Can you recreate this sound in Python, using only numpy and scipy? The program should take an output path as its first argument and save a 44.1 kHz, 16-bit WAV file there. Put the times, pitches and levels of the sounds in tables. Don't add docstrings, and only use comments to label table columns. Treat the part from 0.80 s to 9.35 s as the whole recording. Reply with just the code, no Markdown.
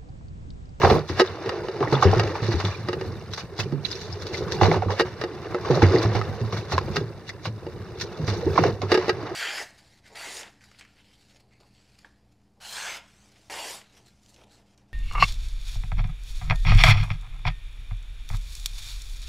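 import sys
import numpy as np
from scipy import signal
from scipy.fft import rfft, irfft
from scipy.io import wavfile

SR = 44100
rng = np.random.default_rng(int(sys.argv[2]) if len(sys.argv) > 2 else 0)


def unload_wav(signal):
    wavfile.write(
        sys.argv[1],
        SR,
        np.round(np.clip(np.atleast_2d(signal).T, -1, 1) * 32767).astype(np.int16),
    )


N = 377055



def amp(db):
    return 10 ** (np.asarray(db) / 20)


def unit(x):
    return x / np.sqrt(np.mean(x ** 2) + 1e-20)


def read(points, hz):
    f, value = np.transpose(points)
    return np.interp(np.log(hz + 1), np.log(f + 1), value)


def add(mix, s, sound):
    at = round(s * SR)
    sound = sound[..., max(-at, 0):]
    part = mix[..., max(at, 0):][..., :sound.shape[-1]]
    part += sound[..., :part.shape[-1]]


def drift(rate_hz, size):
    hz = np.fft.rfftfreq(size, 1 / SR)
    slow = rfft(rng.standard_normal(size)) / (1 + (hz / rate_hz) ** 4)
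    return unit(irfft(slow, size))


def colour(x, spectrum, size=4096):
    log_gain = np.log(amp(read(spectrum, abs(np.fft.fftfreq(size, 1 / SR)))))
    response = np.exp(np.conj(signal.hilbert(log_gain)))
    taps = np.fft.ifft(response).real[:size // 2]
    return signal.oaconvolve(x, taps[None] / np.linalg.norm(taps), axes=1)[:, :N]


# f/Hz, likeness (0-1)
LIKENESS = [(30, 0.5), (100, .85), (350, 1), (900, 0.92), (2000, 0.9), (3000, 0.36), (9000, 0.18)]


def grains(clump_db, clump_hz):
    same = np.clip(read(LIKENESS, np.fft.rfftfreq(N, 1 / SR)), -1, 1)
    mid, side = rfft(rng.standard_normal((2, N))) * np.sqrt([1 + same, 1 - same])
    noise = irfft([mid + side, mid - side], N)
    clumps = amp(clump_db * np.minimum(drift(clump_hz, N), 2))
    return unit(noise * clumps)


def burst(t, rise, t60):
    shape = (1 - np.exp(-(t / rise) ** 2)) * np.exp(-np.log(1000) * t / max(t60, .005))
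    return shape / shape.max()


def envelope(times, levels_db, t60s, rise):
    power, t = np.zeros(N), np.arange(SR // 2) / SR
    for s, db, t60 in zip(times, levels_db, np.broadcast_to(t60s, len(times))):
        add(power, s, (amp(db) * burst(t, rise, t60)) ** 2)
    return np.sqrt(power)


def cavity(hz, t60, rise, bend, settle, rough, rough_hz):
    t = np.arange(SR // 2) / SR
    wobble = rough * drift(rough_hz, len(t))
    pitch = hz * (1 + bend * np.exp(-t / settle) + wobble)
    return burst(t, rise, t60) * np.sin(2 * np.pi * np.cumsum(pitch) / SR)


def ring(modes, rise, detune):
    t = np.arange(SR // 4) / SR
    out = np.zeros(len(t))
    for (hz, db, t60), off in zip(modes, rng.standard_normal(len(modes))):
        tone = np.sin(2 * np.pi * hz * (1 + detune * off) * t)
        out += amp(db) * burst(t, rise, t60) * tone
    return out


def bubbles(per_s, low_hz, high_hz, cycles, spread_db, apart_db, count=24):
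    out = np.zeros((2, N))
    for hz in np.geomspace(low_hz, high_hz, count):
        age = np.arange(SR // 20) / SR * hz / cycles
        ping = np.sin(2 * np.pi * cycles * age) * age * np.exp(-2 * age)
        at = np.flatnonzero(rng.random(N) < per_s / count / SR)
        shared_db = spread_db * np.minimum(rng.exponential(1, len(at)), 2)
        side_db = apart_db * rng.standard_normal((2, len(at)))
        sizes = np.zeros((2, N))
        sizes[:, at] = amp(shared_db + side_db)
        out += signal.oaconvolve(sizes, ping[None], axes=1)[:, :N]
    return unit(out)


def reflect(x, echo_db, count=7):
    out = x.copy()
    for side in range(2):
        delays_s = rng.uniform(0.00074, 0.0099, count)
        for delay, sign in zip(delays_s, rng.choice([-1, 1], count)):
            add(out[side], delay, sign * amp(echo_db) * x[side])
    return out


# t/s, run-in level/dB (how fast the hull runs), drive level/dB (how hard the pull)
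CATCHES = [(0.035, 4, -0.5), (3.812, -1, -12.5), (7.775, -0.5, -2)]
# t/s, release level/dB (how hard they boil up), settle level/dB (the hull sinking)
FINISHES = [(1.223, -0.5, -4.5), (5.019, 0, -2)]
# peak after its cue t/s, rise (dB/s), fall (dB/s),
# gurgle level/dB, churn level/dB, spray level/dB, rumble level/dB
RUN_IN = (0.12, 21, 203, -26.5, -33.5, -42, -29.5)
DRIVE = (0.68, 55, 48.5, -30, -34, -49, -57)
RELEASE = (0.1248, 31, 35, -26, -27.5, -39, -34)
SETTLE = (1.13, 5, 52, -37.5, -40, -49, -35)
# gurgle level/dB, churn level/dB, spray level/dB, rumble level/dB
GLIDE = (-49, -49.5, -61.5, -43)


def stroke_swells(t):
    power = amp(GLIDE)[:, None] ** 2 * np.ones(len(t))
    for cues, leading, following in ((CATCHES, RUN_IN, DRIVE), (FINISHES, RELEASE, SETTLE)):
        for cue, leading_db, following_db in cues:
            for swell, db in ((leading, leading_db), (following, following_db)):
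                delay, rise, fall, *levels_db = swell
                age = t - cue - delay
                shape_db = np.minimum(rise * age, -fall * age)
                power += np.outer(amp(levels_db), amp(db + shape_db)) ** 2
    return np.sqrt(power)


# f/Hz, level/dB
RUMBLE = [(20, -29), (50, -12.5), (78, -5), (98, 1), (120, -4.5), (165, -7), (230, -14.5), (500, -51.5),
          (2000, -56.5)]
# f/Hz, level/dB
GURGLE = [(100, -21.5), (250, -24), (345, 1), (460, 0), (580, -15), (900, -19.5), (3000, -74)]
# f/Hz, level/dB
CHURN = [(250, -10.5), (550, -1.5), (800, -1.5), (1150, 0.5), (1450, -4), (2000, -5.5), (3000, -11),
         (6000, -23.5), (9000, -86)]
# f/Hz, level/dB
SPRAY = [(700, -18.5), (1800, 2), (2800, -7), (3700, 4), (5200, 0), (6300, -4), (7400, -20.5), (10000, -26),
         (15000, -28.5)]


def water():
    gurgle, churn, spray, rumble = stroke_swells(np.arange(N) / SR)
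    lapping = amp(1.5 * drift(rate_hz=35, size=N))
    out = amp(2.5) * colour(rumble * grains(clump_db=3.5, clump_hz=22), RUMBLE)
    out += amp(-1.0) * colour(gurgle * grains(clump_db=2.0, clump_hz=44.7), GURGLE)
    out += amp(-4.0) * colour(lapping * churn * grains(clump_db=1.5, clump_hz=90), CHURN)
    out += amp(-0.5) * colour(lapping * spray * grains(clump_db=3.5, clump_hz=178), SPRAY)
    wet = bubbles(per_s=300, low_hz=550, high_hz=1800, cycles=5, spread_db=3.5, apart_db=2)
    out += amp(-5.0) * churn * wet
    deep = bubbles(per_s=30, low_hz=300, high_hz=529, cycles=4.5, spread_db=1.0, apart_db=2.5)
    out += amp(-6) * gurgle * deep
    fizz = bubbles(per_s=160, low_hz=2400, high_hz=5700, cycles=11, spread_db=8, apart_db=2)
    return out + amp(-4.0) * spray * fizz


def hiss():
    noise = rng.standard_normal((2, N))
    return amp(-69.5) * colour(noise, [(100, -11), (9000, 2), (13500, -5), (16000, -11)])


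# t/s, spray level/dB, torn-water level/dB, time to fall 60 dB (t60/s)
BLADE_HISSES = [(0.016, -30, -19.5, 0.27), (0.289, -28, -29, 0.29), (0.44, -34.5, -30, 0.61),
                (1.627, -30, -31.5, 0.86), (1.718, -26, -23, .16), (1.8, -24, -21, 0.12),
                (1.846, -29.5, -29, 0.58), (2.534, -22.5, -37, 0.079), (2.578, -24.5, -30, 0.16),
                (2.789, -19, -24, 0.16), (3.049, -27, -40, 0.23), (3.112, -25, -42, 0.09),
                (3.152, -27.5, -46, 0.24), (3.209, -33.5, -48, 0.72), (3.42, -28, -36, 0.05),
                (3.467, -26, -55, 0.11), (3.538, -24.5, -38, 0.12), (3.571, -25, -37, 0.14),
                (3.719, -21, -49, 0.12), (4.104, -26, -23.5, 0.18), (4.25, -40.5, -32, 0.38),
                (5.223, -21.5, -42, 0.065), (5.766, -30, -31.5, 0.24), (6.158, -22, -24, 0.13),
                (6.491, -24, -37, 0.047), (6.654, -22, -24, 0.096), (7.21, -19, -45, 0.098),
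                (7.478, -21.5, -24, 0.26), (7.755, -32, -28, 0.15), (8.189, -36, -27.5, 0.64)]
# t/s, plop level/dB, starting f/Hz, left minus right level/dB, spray level/dB, lesser bubbles level/dB
PLOPS = [(0.032, -4, 993, -2, -26, -20), (0.047, -4.5, 797, -1, -26, -22), (0.066, -15, 830, -6, -39, -21),
         (0.099, -7.5, 715, -5, -22.5, -26), (0.123, -13, 807, -5, -37, -29),
         (0.16, -17.5, 826, -11, -47, -29), (1.005, -20, 716, 3, -37, -26), (1.026, -13, 1110, 1, -42, -26),
         (1.124, -13.5, 946, -3, -22.5, -18), (1.224, -4, 1130, -7.5, -20, -26),
         (1.33, -9, 903, -3.5, -42, -29), (1.553, -19.5, 915, 2, -33, -39),
         (3.812, -4, 843, -4, -27.5, -30), (3.832, -9, 850, 9, -19, -24),
         (3.8545, -10, 800, -4, -26.5, -28), (3.914, -11, 780, -4, -27, -24),
         (3.943, -16, 917, -1, -29, -38), (3.966, -21.5, 770, -4, -40, -47),
         (4.021, -13.5, 788, -4, -41, -35), (4.084, -24, 1190, 2, -53, -24),
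         (4.847, -20.5, 1110, 2, -36, -26.5), (4.906, -19, 800, -10, -26, -22),
         (4.946, -27, 1000, -2, -26.5, -27), (5.019, -6.5, 927, -3.5, -23.5, -38),
         (5.134, -22, 710, -5, -34, -44), (5.246, -20, 850, -4, -41, -46), (5.35, -19.5, 800, 0, -24, -30),
         (5.724, -21.5, 1018, 2, -31.5, -39), (5.919, -18, 930, -1, -19, -28),
         (7.7763, -1.5, 1000, -3.5, -28.5, -40), (7.835, -11.5, 760, -5, -26.5, -39),
         (7.858, -18.5, 713, -5, -36, -40), (8.016, -22, 785, -4, -31, -31)]


def blades():
    splash_t60, torn_db = 0.15, -2
    slaps = [(s, spray_db, (plop_db + spray_db) / 2 + torn_db, splash_t60)
             for s, plop_db, _, _, spray_db, _ in PLOPS]
    s, spray_db, torn_levels_db, t60s = np.transpose(slaps + BLADE_HISSES)
    fine = colour(grains(clump_db=5.5, clump_hz=350), SPRAY)
    droplets = bubbles(per_s=370, low_hz=2297, high_hz=6090, cycles=10.0, spread_db=2.5, apart_db=8)
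    spray = amp(-1.0) * fine + amp(-5.0) * droplets
    thrown = envelope(s, spray_db, t60s, rise=0.00081)
    t = np.arange(SR // 4) / SR
    graze = amp(-7.5) * burst(t, 0.0006, t60=0.086)[::-1]
    contact = np.zeros((2, N))
    for start, db in zip(s, spray_db):
        add(thrown, start - t[-1], amp(db) * graze)
        contact[:, round((start + .002) * SR)] = amp(db + 15.5)
    smack = amp(1.0) * envelope(s, torn_levels_db, t60s=0.014, rise=0.00034)
    tearing = envelope(s, torn_levels_db, t60s, rise=0.0026)
    torn = colour(grains(clump_db=3.0, clump_hz=195) * (smack + tearing), CHURN)
    splash = reflect(spray * thrown + colour(contact, SPRAY), echo_db=-11.5)
    return amp(-8.5) * splash + amp(-5.0) * torn


def pocket(hz):
    low_hz, sink_s = 450, 0.01045
    t60 = 61 / hz
    t = np.arange(SR // 8) / SR
    falling = low_hz + (hz - low_hz) * np.exp(-(t / sink_s) ** 3)
    pitch = falling * (1 + 0.072 * drift(340, len(t)))
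    turns = 2 * np.pi * np.cumsum(pitch) / SR
    main = burst(t, 0.0012, t60) * np.sin(turns)
    upper = burst(t, 0.00089, t60 / 2) * np.sin(1.3 * turns)
    return main + amp(-8.5) * upper


# t/s, boom level/dB, boom f/Hz, gulp level/dB
WAVES = [(0.036, -10.5, 92.8, -5), (0.112, -20, 179, -6.5), (0.147, -21.5, 160.6, -9.5),
         (0.298, -21, 90, -16), (1.006, -23.5, 132, -11), (1.123, -12, 128, -12.5), (1.252, -5, 92, -4.5),
         (1.364, -10.5, 102.6, -12.5), (1.436, -18, 98.3, -19), (1.619, -16, 110, -23),
         (1.684, -16, 112.2, -14.5), (1.74, -15, 91.4, -17), (1.839, -13.5, 99, -18.5),
         (1.984, -24.5, 115.5, -46), (2.788, -21, 105.3, -26), (2.856, -25.5, 127.4, -23.5),
         (2.923, -18.5, 145, -18.5), (3.291, -27, 92, -38), (3.606, -31, 92, -18.5), (3.818, -9, 104, -8),
         (3.88, -13.5, 159, -9.5), (3.961, -15.5, 100, -14.5), (4.059, -14.5, 103.5, -20),
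         (4.9, -12, 138.2, -5.5), (4.972, -21, 126, -12.5), (5.027, -3, 96, -3), (5.106, -29, 123, -11),
         (5.14, -16, 113.3, -4.5), (5.25, -10, 100, -22), (5.35, -17.5, 111.4, -17),
         (5.612, -16, 108.5, -26.5), (5.729, -19.5, 104, -21.5), (5.934, -15.5, 92, -19),
         (6.173, -23.5, 147, -18.5), (6.211, -25, 109.6, -17.5), (6.669, -20, 106.4, -29),
         (7.394, -20, 150.6, -40), (7.476, -14.5, 105.4, -27), (7.664, -18, 91.2, -9.5),
         (7.787, -17, 162.6, -11), (7.85, -19.5, 125, -15), (8.03, -18, 93.5, -17), (8.37, -31, 116.5, -28)]


def plops():
    small, large = np.zeros((2, N)), np.zeros(N)
    for s, db, hz, pan_db, *_ in PLOPS:
        place = amp([[db + pan_db / 2], [db - pan_db / 2]])
        add(small, s, place * pocket(hz))
    for s, _, _, db in WAVES:
        gulp = cavity(364.5, t60=0.12, rise=0.0017, bend=0.1, settle=0.0067, rough=0.13, rough_hz=126)
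        add(large, s, amp(db) * gulp)
    s, *_, db = np.transpose(PLOPS)
    cloud = bubbles(per_s=400, low_hz=393, high_hz=1394, cycles=3.0, spread_db=2, apart_db=2.5)
    cloud *= envelope(s, db, t60s=0.21, rise=0.014)
    return amp(-4.5) * reflect(small, echo_db=-15.5) + amp(-4.5) * large + amp(-2.5) * cloud


def hull():
    out, t = np.zeros((2, N)), np.arange(SR // 2) / SR
    t60 = 0.62
    choke = np.exp(-(t / 0.11) ** 3)
    for (s, db, hz, _), lean_db in zip(WAVES, rng.normal(0, 2.2, len(WAVES))):
        boom = cavity(hz, t60, rise=0.0028, bend=0.13, settle=0.0055, rough=0.074, rough_hz=40.7)
        overtone = cavity(hz * 1.7, t60 / 2, rise=0.0083, bend=0.24, settle=0.0067, rough=0.15, rough_hz=66.6)
        place = amp([[db + lean_db], [db - lean_db]])
        add(out, s, place * choke * (boom + amp(-11.0) * overtone))
    return amp(-3.5) * out


# f/Hz, level/dB, time to fall 60 dB (t60/s)
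RIGGER = [(367.5, -2, 0.14), (455, -2.5, 0.09), (543, -12, 0.15), (861, -12, 0.048)]


def shell():
    out = np.zeros(N)
    for s, _, _, db in WAVES:
        add(out, s + 0.00399, amp(db - 13.5) * ring(RIGGER, rise=0.0052, detune=0.045))
    return out


# t/s, level/dB, f/Hz
DRIPS = [(0.1, -17.5, 4080), (0.474, -29, 3800), (1.074, -24, 1960), (1.152, -21, 3530), (1.241, -24, 5200),
         (1.271, -25, 2100), (1.85, -22, 3610), (3.052, -21.5, 3410), (3.127, -25, 3940),
         (3.326, -30, 5000), (3.544, -24.5, 2060), (5.036, -19, 2130), (5.16, -21.5, 1910),
         (5.184, -23, 4920), (6.497, -26.5, 2100), (7.787, -25, 2100)]


def drips():
    out = np.zeros((2, N))
    for (s, db, hz), lean_db in zip(DRIPS, rng.normal(0, 3.0, len(DRIPS))):
        ping = cavity(hz, t60=0.018, rise=0.00059, bend=-0.052, settle=0.0031, rough=0.11, rough_hz=1500)
        add(out, s, amp([[db + lean_db], [db - lean_db]]) * ping)
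    return amp(0.5) * reflect(out, echo_db=-12.5)


# t/s, clack level/dB, rigger and hull ring level/dB
KNOCKS = [(0.3968, -6.5, -11), (0.4006, -11, -13), (0.4086, -11.5, -10), (0.4164, -14.5, -16),
          (0.6595, -27, -22), (0.6924, -16.5, -24), (0.8843, -26, -21), (1.3963, -10, -32),
          (2.086, -18, -16), (2.1305, -19, -20), (2.167, -54, -23.5), (2.211, -25.5, -20),
          (2.922, -32, -31), (4.1968, -7.5, -11), (4.2084, -12, -12.5), (4.2193, -21, -24),
          (4.4138, -18, -35), (4.4378, -20.5, -17.5), (4.745, -33, -15), (6.012, -33, -24),
          (6.083, -35, -25.5), (6.167, -12, -44), (6.866, -35, -23.5), (8.1178, -7, -8.5),
          (8.1426, -10.5, -9), (8.1519, -15.5, -19), (8.175, -16.5, -11.5), (8.2811, -25, -15.5),
          (8.294, -9, -15)]
# f/Hz, level/dB, time to fall 60 dB (t60/s)
OAR = [(1255, 1, 0.077), (1630, -6.5, 0.14), (1882, -2.5, 0.072), (2837, -5, 0.067), (3880, -3.5, 0.045),
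       (4590, -8, 0.055), (4760, -8, .06), (5300, -12, 0.06)]
# f/Hz, level/dB
CLACK = [(150, -27.5), (400, 10.5), (900, -2.5), (1900, -0.5), (2400, -3.5), (2850, -3), (3450, -6),
         (3900, -7), (5300, -9), (6300, -17.5), (7500, -29), (15000, -37)]


def oarlocks(count=4):
    s, clack_db, ring_db = np.transpose(KNOCKS)
    t60s = 0.066 * 2 ** (ring_db / 33)
    rebound_s = .002
    force = envelope(s, clack_db, t60s, rise=0.00049)
    rigger, contact, shaft = np.zeros(N), np.zeros(N), np.zeros((2, N))
    t = np.arange(SR // 4) / SR
    scrape = amp(-13.5) * burst(t, 0.00042, t60=0.13)[::-1]
    for start, clack, db, t60 in zip(s, clack_db, ring_db, t60s):
        add(force, start - t[-1], amp(clack) * scrape)
        add(rigger, start, amp(db) * ring(RIGGER, rise=0.0011, detune=0.024))
        both_sides = np.array([ring(OAR, rise=0.0005, detune=0.011) for _ in range(2)])
        add(shaft, start, amp(clack) * both_sides)
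        add(contact, start, amp([clack]))
        for age in np.cumsum(rebound_s * (.5 + rng.random(count))):
            fade = np.exp(-np.log(1000) * age / max(t60, .005))
            add(contact, start + age, amp([clack]) * fade * rng.uniform(-1.3, 1))
    rattle = colour(amp(18.0) * contact + grains(clump_db=1.0, clump_hz=473) * force, CLACK)
    return reflect(amp(-8.0) * rattle, echo_db=-20) + amp(-13) * shaft + amp(-1.5) * rigger


# t/s, level/dB, f/Hz
TOCKS = [(4.746, -21, 1310), (5.414, -19, 1266), (5.98, -9, 1046)]


def tocks():
    tone, click, t = np.zeros(N), np.zeros((2, N)), np.arange(SR // 4) / SR
    for s, db, hz in TOCKS:
        turns = 2 * np.pi * hz * t
        tones = np.sin(turns) + amp(-10) * np.sin(1.59 * turns)
        add(tone, s, amp(db) * burst(t, 0.00066, t60=0.028) * tones)
        add(click, s, amp([db + 9.5]))
    return tone + reflect(colour(click, CLACK), echo_db=-7.5)


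def scene():
    return water() + hiss() + blades() + plops() + hull() + shell() + drips() + oarlocks() + tocks()


# f/Hz, left minus right level/dB
PORT_TILT = [(30, 9), (100, -2), (550, -0.5), (790, -5.5), (1150, 1.5), (2200, -1.5), (2850, -4),
             (3550, 4.5), (4250, -3.5), (5500, -1.5), (8500, -2.5), (12000, 0.5)]
# f/Hz, width (Hz)
NOTCHES = [(2500, 114), (3210, 360), (5005, 3.5)]


def record(dry):
    hz = np.fft.rfftfreq(N, 1 / SR)
    right_lag, low_cut_hz, treble_limit_hz = .00003, 52, 15750
    port = amp(read(PORT_TILT, hz) / 2) * np.exp(1j * np.pi * hz * right_lag)
    low_cut = hz / np.hypot(hz, low_cut_hz)
    out = irfft(rfft(dry) * np.array([port, 1 / port]) * low_cut, N)
    for notch_hz, width in NOTCHES:
        out = signal.lfilter(*signal.iirnotch(notch_hz, notch_hz / width, SR), out)
    treble_cut = signal.firwin(511, treble_limit_hz, window=("kaiser", 9), fs=SR)
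    return signal.oaconvolve(out, treble_cut[None], "same")


dry = scene()
out = record(dry)
unload_wav(out)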